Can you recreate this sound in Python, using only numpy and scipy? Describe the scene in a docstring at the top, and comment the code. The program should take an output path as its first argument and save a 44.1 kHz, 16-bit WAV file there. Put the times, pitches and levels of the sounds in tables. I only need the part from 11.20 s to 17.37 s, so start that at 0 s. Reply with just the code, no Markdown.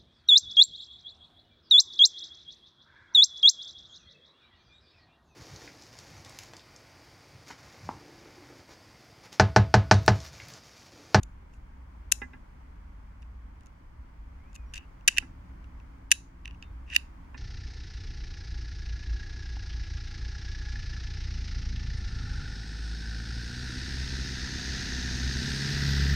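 """In a garden, a small metal pocket lighter is worked by hand over a glass table.
Its latch and sliding bar snap, rattle and scrape: short bursts and small grains ring its metal parts.
Something knocks the table top, which rings too, and the garden scatters all these near sounds back.
Behind lie the hiss and rumble of far traffic (filtered noise), an engine's drone (wavering tones)
and birds (gliding whistles)."""
import sys
import numpy as np
from scipy import signal
from scipy.io import wavfile
from scipy.ndimage import uniform_filter1d

SR = 44100
rng = np.random.default_rng(int(sys.argv[2]) if len(sys.argv) > 2 else 0)


def magnitude_from_level(level_db):
    """Linear magnitude for a level in decibels (20 dB per decade)."""
    exponent = np.asarray(level_db, float) / 20
    return 10 ** exponent


def output_pcm(signal):
    """Save a mono or channel-first signal as 16-bit PCM at the path in sys.argv[1].

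    Samples are clipped to [-1, 1] before scaling.
    """
    pcm = np.clip(np.atleast_2d(signal).T, -1, 1) * 32767
    wavfile.write(sys.argv[1], SR, np.round(pcm).astype(np.int16))


N = 272097


def rms_one(x):
    """Scale to rms 1."""
    return x / np.sqrt(np.mean(x ** 2) + 1e-20)


def in_time(curve):
    """Read a curve of (time, value) points at every sample."""
    times, values = np.transpose(curve)
    return np.interp(np.arange(N) / SR, times, values)


def at_hz(points, hz):
    """Read a curve of (frequency, value) points on a log-frequency axis."""
    point_hz, values = np.transpose(points)
    return np.interp(np.log(hz), np.log(point_hz), values)


def drift(rate_hz):
    """Slow random wandering of rms 1: smoothed noise, drawn once every 40 samples."""
    r = np.exp(-2 * np.pi * rate_hz * 40 / SR)
    noise = rng.standard_normal(N // 40 + 2002)
    slow = signal.lfilter([1], [1, -2 * r, r * r], noise)[2000:]   # leave out the run-in
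    return np.interp(np.arange(N) / 40, np.arange(len(slow)), rms_one(slow))


def chatter(shape):
    """Stereo noise, partly alike on both sides."""
    alike = 0.4   # share of the power that both sides have in common
    common = rng.standard_normal(shape)
    own = rng.standard_normal((2, *shape))
    return np.sqrt(alike) * common + np.sqrt(1 - alike) * own


def ring(force, modes):
    """A force sets parallel modes (f/Hz, level/dB, time to die by 60 dB/s) ringing, signs alternating."""
    out = 0
    for k, (hz, level_db, t60) in enumerate(modes):
        r = magnitude_from_level(-60 / (t60 * SR))
        w = 2 * np.pi * hz / SR
        push = (-1) ** k * magnitude_from_level(level_db) * np.sin(w)
        out = out + signal.lfilter([0, push], [1, -2 * r * np.cos(w), r * r], force + 1e-18)
    return out


def place(sounds, times, pans_db):
    """Lay stereo sounds in time, panned (left over right, dB) at even power."""
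    length = sounds.shape[2]
    out = np.zeros((2, N + length))
    for k, (start, pan_db) in enumerate(zip(times, pans_db)):
        i = round(start * SR)
        side = rms_one(magnitude_from_level(np.array([[pan_db / 2], [-pan_db / 2]])))
        out[:, i:i + length] += sounds[:, k] * side
    return out[:, :N]


def lagged(pair, lag_ms):
    """Delay the left channel against the right."""
    lag = round(lag_ms * SR / 1000)
    return np.array([np.roll(pair[0], lag), pair[1]])


def road_noise():
    """Half-octave bands of noise, from deep rumble to hiss, rise and fall together under one curve."""
    # noise spectrum before the gain below: f/Hz, strength/dB
    spectrum = [(20, -9), (40, -8.5), (69, -14), (96, -21), (150, -23.5), (250, -25), (330, -37.5),
                (450, -34), (650, -37), (1050, -30), (1500, -39.5), (1900, -39), (2960, -53), (7000, -59),
                (11000, -67.5), (15100, -65.5)]
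    # how alike left and right are: f/Hz, likeness/1
    likeness = [(60, 0.97), (180, 0.97), (400, 0.96), (800, 0.28), (1600, 0.14), (4000, .15), (15000, .02)]
    # gain of the road noise: t/s, gain/dB
    road_gain = [(0.0, -18.5), (0.48, -19.5), (1.1, -18), (1.41, -19), (2.75, -19.5), (3.33, -18),
                 (4.76, -17.5), (5.0, -20.5), (5.36, -17.5), (6.17, -17)]
    hush, together, run_in = 0, drift(1.9), SR // 2
    edges = 18 * 2 ** np.arange(0, 10.2, 0.5)
    white = rng.standard_normal((2, 2, N + run_in))
    for k, (lo, hi) in enumerate(zip(edges, edges[1:])):
        band = signal.butter(2, [lo, hi], "band", fs=SR, output="sos")
        # neighbouring bands take different noise
        mid, side = signal.sosfilt(band, white[k % 2])[:, run_in:]
        hz = np.sqrt(lo * hi)
        alike = np.clip(at_hz(likeness, hz), -1, 1)
        gain = magnitude_from_level(at_hz(spectrum, hz) + 0.26 * (together + drift(8)))
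        pair = gain * (np.sqrt(1 + alike) * mid + np.sqrt(1 - alike) * side * [[1], [-1]])
        # the road lies to the right; the deep part reaches both sides together, almost the same
        hush = hush + lagged(pair, 0.58 * (hz > 200))
    return hush * magnitude_from_level(in_time(road_gain))


def deep_rumble():
    """Deep rumble near 60 Hz: narrow-band noise, its level rising and falling irregularly."""
    # irregular rise and fall of the level: t/s, level/dB
    rumble_curve = [(0.0, -43), (0.36, -60), (0.39, -44.5), (0.53, -60), (0.58, -48.5), (1.99, -46),
                    (2.75, -56.5), (2.8, -36.5), (2.85, -53), (2.99, -44.5), (3.37, -56), (3.4, -44),
                    (3.71, -61.5), (4.09, -47), (5.19, -54), (5.29, -40), (5.4, -62), (5.52, -41.5),
                    (6.07, -55.5), (6.17, -44)]
    centre_hz, half_width_hz, run_in = 59.8, 15, SR // 2
    wander_db, wander_rate_hz = 2.5, 1.3   # further random changes of level
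    edges = [centre_hz - half_width_hz, centre_hz + half_width_hz]
    band = signal.butter(2, edges, "band", fs=SR, output="sos")
    rumble = signal.sosfilt(np.vstack([band, band]), rng.standard_normal(N + run_in))[run_in:]
    # divide by the noise's own level over 3000 samples to hold it more even
    even = rumble / np.sqrt(uniform_filter1d(rumble ** 2, size=3000))
    return even * magnitude_from_level(in_time(rumble_curve) + wander_db * drift(wander_rate_hz))


def drone():
    """Wavering tones of a distant engine, drifting in pitch and level."""
    # tones before swell and wavering: f/Hz, level/dB rms
    engine_tones = [(108, -64), (172.3, -66), (269.2, -68.5), (325, -73)]
    # slow swell of all tones: t/s, gain/dB
    swell_curve = [(0, -8.5), (3.6, -8.5), (4.1, 2), (5.0, 0.5), (6.17, -2.5)]
    swell_db = in_time(swell_curve)
    out = 0
    for hz, level_db in engine_tones:
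        loudness = magnitude_from_level(level_db + swell_db + 3.5 * drift(10.0))
        phase = 2 * np.pi * np.cumsum(hz * (1 + 0.016 * drift(5))) / SR
        out = out + np.sqrt(2) * loudness * np.sin(phase)
    return out


def bird_whistles():
    """Thin gliding whistles, far off, each swelling and fading."""
    # start t/s, length/s, first f/Hz, last f/Hz, level at the height of the swell before wavering/dB rms
    whistles = [(3.189, .13, 2000, 2660, -71.5), (3.328, 0.13, 2560, 2400, -71),
                (3.684, 0.13, 2300, 2010, -87), (3.28, .035, 5750, 5900, -84), (3.45, .08, 5680, 5630, -82),
                (3.6, .1, 4970, 4450, -90)]
    out = 0
    for start, length, first_hz, last_hz, level_db in whistles:
        along = np.clip((np.arange(N) / SR - start) / length, 0, 1)
        hz = (first_hz + (last_hz - first_hz) * along) * (1 + 0.004 * drift(33))
        swell = np.sqrt(2 * np.abs(np.sin(np.pi * along)))
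        loudness = magnitude_from_level(level_db + 1.5 * drift(25))
        out = out + swell * loudness * np.sin(2 * np.pi * np.cumsum(hz) / SR)
    return out


def garden(near):
    """Walls and hedges scatter each click back as a tail dying band by band, different on each side."""
    # bands of the tail: f/Hz, strength/dB, time to die by 60 dB/s
    echo_bands = [(1497.7, -25.5, 0.25), (2470, -26.5, .2), (3680, -22, 0.13), (4840, -25, .28),
                  (6600, -26.5, 0.31), (10040, -24.5, 0.22), (13900, -28, 0.2)]
    t, tail = np.arange(SR // 2) / SR, 0
    for hz, level_db, t60 in echo_bands:
        band = signal.butter(2, [hz / 1.3, hz * 1.18], "band", fs=SR, output="sos")
        dying = magnitude_from_level(-60 * t / t60) * np.clip(t / 0.002, 0, 1)   # fades in over 2 ms
        noise = signal.sosfilt(band, rng.standard_normal((2, len(t))))
        tail = tail + noise * dying * magnitude_from_level(level_db) / np.linalg.norm(dying)
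    return signal.fftconvolve(near, tail, axes=1)[:, :N]


def table_knocks():
    """Dull blows ring the modes of the glass top: a sharp touch with a brief rattle dying away."""
    # blows: t/s, strength/dB, left over right/dB
    blows = [(1.017, -28, -3.5), (1.133, -39.5, -2), (4.024, -39, -3.5), (6.144, -36, -9.5)]
    # modes of the table top: f/Hz, level/dB, time to die by 60 dB/s
    glass_modes = [(252.3, -4.5, 0.27), (380, -5.5, 0.032), (579.3, -14.5, 0.023), (800, -8.5, 0.039),
                   (1065, -3.5, 0.021), (1360, -8, 0.06), (1644, -1, 0.0608), (1780, -4.5, 0.053),
                   (2025, -5.5, 0.071), (2484, -5.5, 0.026), (2748, -5.5, 0.025), (3790, -17, 0.01295),
                   (5120, -21, 0.018), (7750, -25, 0.0047)]
    times, level_db, pan_db = np.transpose(blows)
    t = np.arange(1800) / SR
    rattle = chatter((len(times), len(t))) * np.exp(-t / 0.01)
    force = (t == 0) + 0.12 * rattle
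    return ring(place(force * magnitude_from_level(level_db - 11.0)[:, None], times, pan_db), glass_modes)


def strike(levels_db, modes, chatter_ms):
    """Each blow is a burst of micro-impacts, scaled so that its ring peaks at the given level."""
    span = np.arange(200)
    bursts = chatter((len(levels_db), len(span))) * np.exp(-span / (chatter_ms * SR / 1000))
    rings = ring(np.pad(bursts, ((0, 0), (0, 0), (0, 4000))), modes)   # room to ring out
    return rings * magnitude_from_level(levels_db)[:, None] / np.abs(rings).max(axis=2, keepdims=True)


def bar_scrape(modes, bright_share, part_db):
    """While the bar slides or rattles in its slot, dense small grains of uneven size ring a part."""
    # start t/s, end t/s, case level at start/dB rms, case level at end/dB rms, brightness/dB
    slides = [(0.33, 0.375, -79, -84, 5.5), (3.345, 3.364, -62.5, -53.5, 3),
              (3.538, 3.587, -48, -49.5, -11), (3.581, 3.659, -54, -71, -41.5),
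              (3.887, 3.963, -46.5, -55.5, -14.5), (5.265, 5.35, -57, -71.5, -27),
              (5.431, 5.474, -52, -88, -20), (5.664, 5.737, -66.5, -36, -22),
              (5.742, 5.761, -41.5, -33.5, -9)]
    t, effort = np.arange(N) / SR, 0
    hits = rng.random(N) < 4000 / SR   # 4000 grains per second on average
    grains = hits * chatter((N,)) * magnitude_from_level(3.0 * rng.exponential(1, N))
    for start, end, first_db, last_db, bright_db in slides:
        case_db = np.interp(t, [start, end], [first_db, last_db], -200, -200)
        effort = effort + magnitude_from_level(case_db + bright_share * bright_db + part_db)
    smooth_effort = uniform_filter1d(effort, size=round(0.006 * SR))   # over 6 ms
    return rms_one(ring(grains, modes)) * smooth_effort


def free_bar():
    """Thin tones of the bar when it stands free: single pushes let it ring on."""
    # tones of the bar: f/Hz, level/dB, time to die by 60 dB/s
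    bar_tones = [(3630, -2.5, 0.26), (3854, 1.5, 0.18), (4140, 0, 0.28)]
    # blows that reach it: t/s, then the push on each of the three tones/dB
    pushes = [(4.916, -60, -47, -56.5), (5.425, -62, -76, -83)]
    times, *tones_db = np.transpose(pushes)
    out = 0
    for tone, level_db in zip(bar_tones, tones_db):
        clicks = np.ones((2, 1, 1)) * magnitude_from_level(level_db)[:, None]
        out = out + ring(place(clicks, times, 0 * times), [tone])
    return out


def lighter():
    """Snaps and scrapes of metal on metal ring the case, the lid and the small parts, each with its modes."""
    # metal on metal: t/s, case level/dB peak, brightness (small parts over case)/dB,
    # turn of the lighter (left over right of lid and small parts)/dB
    contacts = [(0.0316, -50.5, 17.5, 4), (0.0334, -49, 15, -2), (0.337, -58, -4, -2),
                (0.9166, -28.5, 11, 9), (0.9193, -19, 9, 19), (0.9214, -17, 13, 24.5),
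                (0.9228, -20.5, 13.5, 2.5), (2.021, -55.5, -4, -5), (2.027, -52, -9, 3.5),
                (2.408, -60, 1.5, 1), (2.434, -66.5, 4, -3), (2.46, -61, 11.5, -5),
                (2.468, -64.5, 13.5, -1.5), (3.33, -61.5, 7, 1), (3.353, -52, 11, 20), (3.36, -45, 0, 0),
                (3.537, -33, -4, 3.5), (3.542, -34.5, 0.5, -7), (3.557, -36, -2, -2.5),
                (3.567, -37.5, -10, -1.5), (3.577, -32, -6, -0.5), (3.809, -57, -10.5, 1),
                (3.877, -11.5, 4.5, 6), (3.8788, -12, 3, 9.5), (3.881, -9.5, 3, 2.5), (3.883, -14, 1, 4.5),
                (3.8866, -14, -5, 1), (3.925, -41, -9.5, 2.5), (3.966, -29, -16.5, -3),
                (3.9724, -20, -13, 3), (3.9822, -8, -7, 5), (3.9847, -22, 0.5, 18.5), (4.0, -44, -10, -3),
                (4.442, -52.5, -12, -3), (4.6, -53, -17.5, -3), (4.907, -36.5, -3.5, 0),
                (4.9126, -29, -0.5, -1.5), (4.916, -6.5, 6, 3), (4.9189, -14.5, -4, -3),
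                (4.922, -14, 5.5, -1.5), (5.249, -46.5, -29, 1), (5.2556, -30, -13.5, 3),
                (5.277, -35, -13, 2), (5.309, -43, -18, -2.5), (5.346, -53, -22, -1),
                (5.425, -35.5, -12.5, 3), (5.701, -36.5, -15.5, 0.5), (5.736, -30.5, -13, 1),
                (5.747, -29, -23, -5), (5.7518, -25, -5, 4), (5.7621, -6, -7.5, 5), (5.764, -16, -7, 0.5)]
    # modes of the case: f/Hz, level/dB, time to die by 60 dB/s
    case_modes = [(1583, -6, .013), (1920, 0, 0.008), (2420, -5.5, 0.012), (2630, 2, 0.015),
                  (2840, 2, .012)]
    # modes of the lid: f/Hz, level/dB, time to die by 60 dB/s
    lid_modes = [(3690, -0.4, 0.01), (4440, -2.5, 0.0068), (4830, -2, 0.011), (5380, -1.2, 0.0081),
                 (5980, -0.04, 0.011)]
    # modes of the small parts: f/Hz, level/dB, time to die by 60 dB/s
    small_modes = [(6360, 3, 0.0032), (7050, 1.5, 0.0077), (7830, -3, .005), (9180, -3, 0.0025),
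                   (8770, -5.5, .004), (9730, -4, 0.0033), (11350, -7, .004), (11800, -12, 0.0062),
                   (13200, -11, 0.0058), (14500, -11.5, 0.0032)]
    # case, lid and small parts each radiate little above their modes: top f/Hz
    part_tops = [4260, 8200, 12200]
    times, case_db, bright_db, turn_db = np.transpose(contacts)
    # the case leans right, and swings against the lid as the lighter turns
    case_pan_db = -1 - 1.3 * turn_db
    # against a hard blow, lighter ones reach the two deepest case modes less and the lid more
    over_hard_db = case_db + 9.5
    deep_db = -7 + 0.2 * over_hard_db
    lid_db = -2.5 - 0.046 * over_hard_db
    # modes, share of the brightness, gain in blows/dB, gain in slides/dB, left over right/dB, top f/Hz
    parts = [(case_modes[:2], 0, deep_db, -7.5, case_pan_db, part_tops[0]),
             (case_modes[2:], 0, 0, 0, case_pan_db, part_tops[0]),
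             (lid_modes, 0.48, lid_db, -5.5, turn_db, part_tops[1]),
             (small_modes, 1, 0, 0, turn_db, part_tops[2])]
    out = free_bar()
    for modes, share, blow_db, slide_db, pan_db, top_hz in parts:
        snaps = strike(case_db + share * bright_db + blow_db, modes, chatter_ms=0.58)
        part = place(snaps, times, pan_db) + bar_scrape(modes, share, slide_db)
        out = out + signal.sosfilt(signal.butter(2, top_hz, fs=SR, output="sos"), part)
    # the body is too small to radiate well below 1350 Hz
    return signal.sosfilt(signal.butter(4, 1350, "high", fs=SR, output="sos"), out)


def scene():
    """Near clicks and knocks with their echo, over the far background."""
    near = lighter() + table_knocks()
    far = road_noise() + deep_rumble() + drone() + bird_whistles()
    return near + garden(near) + far


def roll_off(x):
    """The treble ends steeply here."""
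    return signal.sosfilt(signal.butter(12, 16550, fs=SR, output="sos"), x)


def record(dry):
    """Clip the mix at full scale and finish it."""
    mix = np.clip(dry, -1, 1)
    return roll_off(mix)


dry = scene()
out = record(dry)
output_pcm(out)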